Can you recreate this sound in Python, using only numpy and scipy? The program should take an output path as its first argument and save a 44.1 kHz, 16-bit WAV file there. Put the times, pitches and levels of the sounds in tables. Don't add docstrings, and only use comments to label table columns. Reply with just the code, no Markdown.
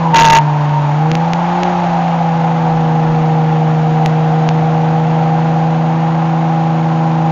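import sys
import numpy as np
from scipy import signal
from scipy.fft import rfft, irfft
from scipy.io import wavfile

SR = 44100
rng = np.random.default_rng(int(sys.argv[2]) if len(sys.argv) > 2 else 0)


def wrap_up_sound(samples):
    columns = np.atleast_2d(samples).T
    tamed = np.clip(columns, -1, 1)
    steps = np.round(tamed * 32767).astype(np.int16)
    wavfile.write(sys.argv[1], SR, steps)


N = 322371

# time in seconds, firings per second.
FIRING_RATE = [(0.0, 166.3), (0.16, 160.9), (0.38, 149.7), (0.9, 146.0), (1.16, 163.1), (1.26, 166.6),
               (1.65, 178.9), (1.9, 171.5), (2.33, 165.0), (2.6, 163.8), (2.9, 159.9), (3.6, 157.9),
               (4.2, 158.3), (5.36, 161.0), (5.56, 161.2), (6.2, 162.9), (7.31, 161.3)]
# frequency in Hz, level in dB.
STANDING_WAVES = [(146, -13), (157, -11.5), (165, -14), (178, -17.5), (292, -33.5), (320, -29), (337, -36),
                  (356, -23), (440, -37), (476, -24), (495, -27.5), (521, -34), (535, -28), (592, -29),
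                  (615, -38), (690, -33)]
# multiple of the four-stroke cycle rate, relative level in dB.
LOPE_TONES = [(2, -20.5), (3, -20), (4, -16), (5, -2), (7, -20.5), (8, -20), (9, 0), (10, -15), (11, -17),
              (13, -11.5), (15, -18.5)]
# relative strength in dB, delay in seconds from unequal manifold runs.
CYLINDER_PULSES = [(-1, -.0009), (3.5, .00066), (-1.5, .00061), (-2, -.00046), (1.3, .00064),
                   (-2.2, -.00053)]
# frequency in Hz, width in Hz, relative level in dB.
PIPE_MODES = [(585, 60, -3), (733.3, 45, -0.5), (819.5, 43, 1), (1105, 230, -20), (1306, 120, -21)]
# time in seconds, pitch in Hz.
HOWL_CENTRE = [(0.0, 915.2), (0.84, 903.1), (1.02, 819.2), (1.42, 830.8), (1.84, 790.4), (3.08, 807.3),
               (4.12, 753.5), (5.62, 779.6), (7.31, 807.9)]
# time in seconds, rise in dB.
HOWL_SURGES = [(.49, 3), (1.81, 3), (1.96, 4.5), (2.14, 3.5), (2.47, 4), (2.68, 5)]
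# frequency in Hz, relative spectral level in dB.
HISS_SPECTRUM = [(400, -3.5), (600, 7), (900, 13.5), (1400, 7.5), (2000, 1.5), (2700, -1), (4000, -9),
                 (5200, -15), (6800, -15.5)]
# frequency in Hz, relative spectral level in dB.
RUMBLE_SPECTRUM = [(22, -4.5), (55, -3), (90, -2), (140, 2), (250, -2), (340, 4), (420, -12), (600, 0)]
# start in seconds, length in seconds, pitch in Hz, level in dB.
TYRE_SQUEALS = [(0.059, 0.014, 970, -14), (.143, .088, 911.3, -2.8), (.252, .136, 906, -3.3),
                (.725, .055, 920, -18)]
# time in seconds, height in dB.
SNAPS = [(1.116, -4), (1.153, -3.5), (1.3344, -3.5), (1.6338, -4), (4.0605, -2.5), (4.4898, -4)]
# time of the peak in seconds, half-length in seconds, level in dB.
WIND_PUFFS = [(2.779, .1, -36), (3.1, 0.029, -30.5), (3.2, 0.027, -30.5), (4.278, .03, -42),
              (4.62, .12, -48.5)]
MOVED_HARMONIC_DB = [-0.1, 4.2, -4, 0]

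TUNED_HZ = 160.6
# dB at the tuned rate, dB gained per Hz above it,
# dB gained per Hz below it, dB lost once the microphone has moved.
HOWL_LEVEL = (-21.5, .25, -.04, 3)
HISS_LEVEL = (-27, .22, .06, .9)
RUMBLE_LEVEL = (-32.7, .14, .2, 3)
MOVE_START_S, MOVE_LENGTH_S = 5.23, 1


def from_db(db):
    return 10 ** (np.asarray(db) / 20)


def rms_one(x):
    return x / np.sqrt(np.mean(x ** 2) + 1e-20)


def in_time(rows):
    return np.interp(np.arange(N) / SR, *np.transpose(rows))


def drift(rate):
    r = np.exp(-80 * np.pi * rate / SR)
    slow = signal.lfilter([1], [1, -2 * r, r * r], rng.standard_normal(N // 40 + 2002))[2000:]
    return np.interp(np.arange(N) / 40, np.arange(len(slow)), rms_one(slow))


def band(x, low_hz, high_hz):
    return signal.sosfilt(signal.butter(2, [low_hz, high_hz], "band", fs=SR, output="sos"), x)


def resonance(x, hz, width_hz):
    r = np.exp(-np.pi * width_hz / SR)
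    feedback = [1, -2 * r * np.cos(2 * np.pi * hz / SR), r * r]
    return signal.lfilter(np.array([1, 0, -1]) * (1 - r * r) / 2, feedback, x)


def coloured_noise(spectrum):
    hz = np.maximum(np.arange(N // 2 + 1) * SR / N, 1)
    points_hz, points_db = np.transpose(spectrum)
    skirts = np.minimum(hz / points_hz[0], 1) ** 2 * np.minimum(points_hz[-1] / hz, 1) ** 2
    gain = skirts * from_db(np.interp(np.log(hz), np.log(points_hz), points_db))
    return rms_one(irfft(rfft(rng.standard_normal(N)) * gain, N))


def turning(hz):
    return 2 * np.pi * np.cumsum(hz) / SR


def tone(angle):
    return np.sqrt(2) * np.sin(angle + rng.uniform(0, 2 * np.pi))


def hump(s, half_length_s):
    return np.exp(-((np.arange(N) / SR - s) / half_length_s) ** 2)


def mic_moved():
    return np.clip((np.arange(N) / SR - MOVE_START_S) / MOVE_LENGTH_S, 0, 1)


def with_revs(firing_hz, law):
    db, racing, bogging, moved_db = law
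    above_hz = firing_hz - TUNED_HZ
    return db + np.where(above_hz > 0, racing, bogging) * np.abs(above_hz) - moved_db * mic_moved()


def exhaust_drone(firing, firing_hz, waver_db, lope_db, loss_db_per_hz):
    harmonics = 0
    for k, moved_db in enumerate(MOVED_HARMONIC_DB, 1):
        level_db = np.interp(k * firing_hz, *np.transpose(STANDING_WAVES)) + moved_db * mic_moved()
        harmonics += from_db(level_db + waver_db * k * drift(12)) * tone(k * firing)
    cycle = firing / len(CYLINDER_PULSES)
    lope = sum(from_db(db + 1.1 * drift(8)) * tone(k * cycle) for k, db in LOPE_TONES)
    return harmonics + from_db(lope_db - loss_db_per_hz * np.abs(firing_hz - TUNED_HZ)) * lope


def pipe_rasp(firing, firing_hz, level_db, loss_db_per_hz, scatter_db, jitter_s):
    fired_at = np.flatnonzero(np.diff(firing // (2 * np.pi)))
    strength_db, delay_s = np.resize(CYLINDER_PULSES, (len(fired_at), 2)).T
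    jitter, scatter = rng.standard_normal((len(fired_at), 2)).T
    late = np.round((delay_s + jitter_s * jitter) * SR).astype(int)
    pulses = np.zeros(N)
    pulses[np.clip(fired_at + late, 0, N - 1)] = from_db(strength_db + scatter_db * scatter)
    pipe = sum((-1) ** k * from_db(db) * resonance(pulses, hz, width)
               for k, (hz, width, db) in enumerate(PIPE_MODES))
    gain = from_db(level_db - loss_db_per_hz * np.abs(firing_hz - TUNED_HZ))
    return gain * rms_one(band(pipe, 480, 1800))


def tyre_howl(firing, firing_hz, width_hz, swing_hz, firings_per_turn):
    wheel = firing / firings_per_turn
    slip = turning(in_time(HOWL_CENTRE) + swing_hz * np.sin(wheel))
    howl = rms_one(drift(width_hz) * np.cos(slip) + drift(width_hz) * np.sin(slip))
    surge_db = sum(db * hump(s, half_length_s=.04) for s, db in HOWL_SURGES)
    return howl * from_db(with_revs(firing_hz, HOWL_LEVEL) + surge_db)


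def engine_chuff(firing):
    return 1.08 * np.cos(firing) + .71 * np.cos(firing / len(CYLINDER_PULSES)) + .6 * drift(90)


def tyre_hiss(firing_hz, chuff_db):
    return coloured_noise(HISS_SPECTRUM) * from_db(with_revs(firing_hz, HISS_LEVEL) + chuff_db)


def exhaust_rumble(firing_hz):
    return coloured_noise(RUMBLE_SPECTRUM) * from_db(with_revs(firing_hz, RUMBLE_LEVEL))


def tyre_squeal(attack_s, release_s, sag_hz, wobble_hz, flutter_db):
    t, out = np.arange(N) / SR, 0
    for start, length, hz, db in TYRE_SQUEALS:
        before_s, after_s = np.maximum(start - t, 0), np.maximum(t - start - length, 0)
        grip = np.exp(-before_s / attack_s - after_s / release_s)
        pitch_hz = hz + sag_hz * (1 - grip) + wobble_hz * drift(60)
        out += grip * from_db(db + flutter_db * drift(70)) * tone(turning(pitch_hz))
    return out


def overload(x, limit, chance, burst_s, kept, crackle, ceiling):
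    crests = np.diff((np.abs(x) > limit) * 1., prepend=0) > 0
    breaks = crests & (rng.random(N) < chance)
    broken = signal.lfilter(np.ones(round(burst_s * SR)), [1], breaks * 1.) > 0
    noise = coloured_noise([(30, 9.5), (600, -3.5), (1600, 2.5), (3000, 2.5), (5000, -8.5), (6800, -3)])
    x = np.where(broken, kept * x + crackle * noise, x)
    return x / (1 + (x / ceiling) ** 8) ** (1 / 8)


def snaps(x, width_s, ring_hz, ring_s, ring_db):
    out, t = x.copy(), np.arange(N) / SR
    for s, db in SNAPS:
        near = np.abs(t - s) < .005
        since = t[near] - s
        edge = np.sign(since) * np.exp(-np.abs(since) / width_s)
        ring = np.sin(2 * np.pi * ring_hz * since) * np.exp(-np.abs(since) / ring_s)
        out[:, near] *= 1 - np.exp(-(since / (2 * ring_s)) ** 2)
        out[:, near] += from_db(db) * (edge + from_db(ring_db) * ring)
    return out


def wind_on_mic():
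    gusts = sum(from_db(db) * hump(s, half_length) for s, half_length, db in WIND_PUFFS)
    return gusts * rms_one(band(rng.standard_normal(N), 25, 75))


def wheel_arch(chuff_db, hz, width_hz, level_db):
    ringing = resonance(coloured_noise(HISS_SPECTRUM), hz, width_hz)
    ringing = resonance(ringing, hz, width_hz)
    return mic_moved() * from_db(level_db + chuff_db) * rms_one(ringing)


def scene():
    firing_hz = in_time(FIRING_RATE)
    firing = turning(firing_hz * (1 + .00045 * drift(14)))
    engine = exhaust_drone(firing, firing_hz, waver_db=.06, lope_db=-28.3, loss_db_per_hz=.85)
    engine += pipe_rasp(firing, firing_hz, level_db=-21.7, loss_db_per_hz=.42,
                        scatter_db=1.8, jitter_s=.00006)
    tyre = tyre_howl(firing, firing_hz, width_hz=90, swing_hz=8, firings_per_turn=30.5)
    chuff_db = engine_chuff(firing)
    tyre += tyre_hiss(firing_hz, chuff_db)
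    tyre += wheel_arch(chuff_db, hz=1010, width_hz=180, level_db=-32.5)
    tyre += tyre_squeal(attack_s=.009, release_s=.012, sag_hz=21.99, wobble_hz=11, flutter_db=1.3)
    return (engine + tyre + exhaust_rumble(firing_hz) + wind_on_mic())[None]


def record(dry):
    loud = overload(dry, limit=1.05, chance=.39, burst_s=.0009, kept=.33, crackle=.48, ceiling=.71)
    loud = snaps(loud, width_s=.00016, ring_hz=2570, ring_s=.00027, ring_db=-8)
    narrow = signal.sosfilt(signal.ellip(10, .3, 80, 6950, fs=SR, output="sos"), loud)
    clipped = np.clip(narrow, -.73, .73)
    return signal.sosfilt(signal.cheby2(12, 70, 16400, fs=SR, output="sos"), clipped)


dry = scene()
out = record(dry)
wrap_up_sound(out)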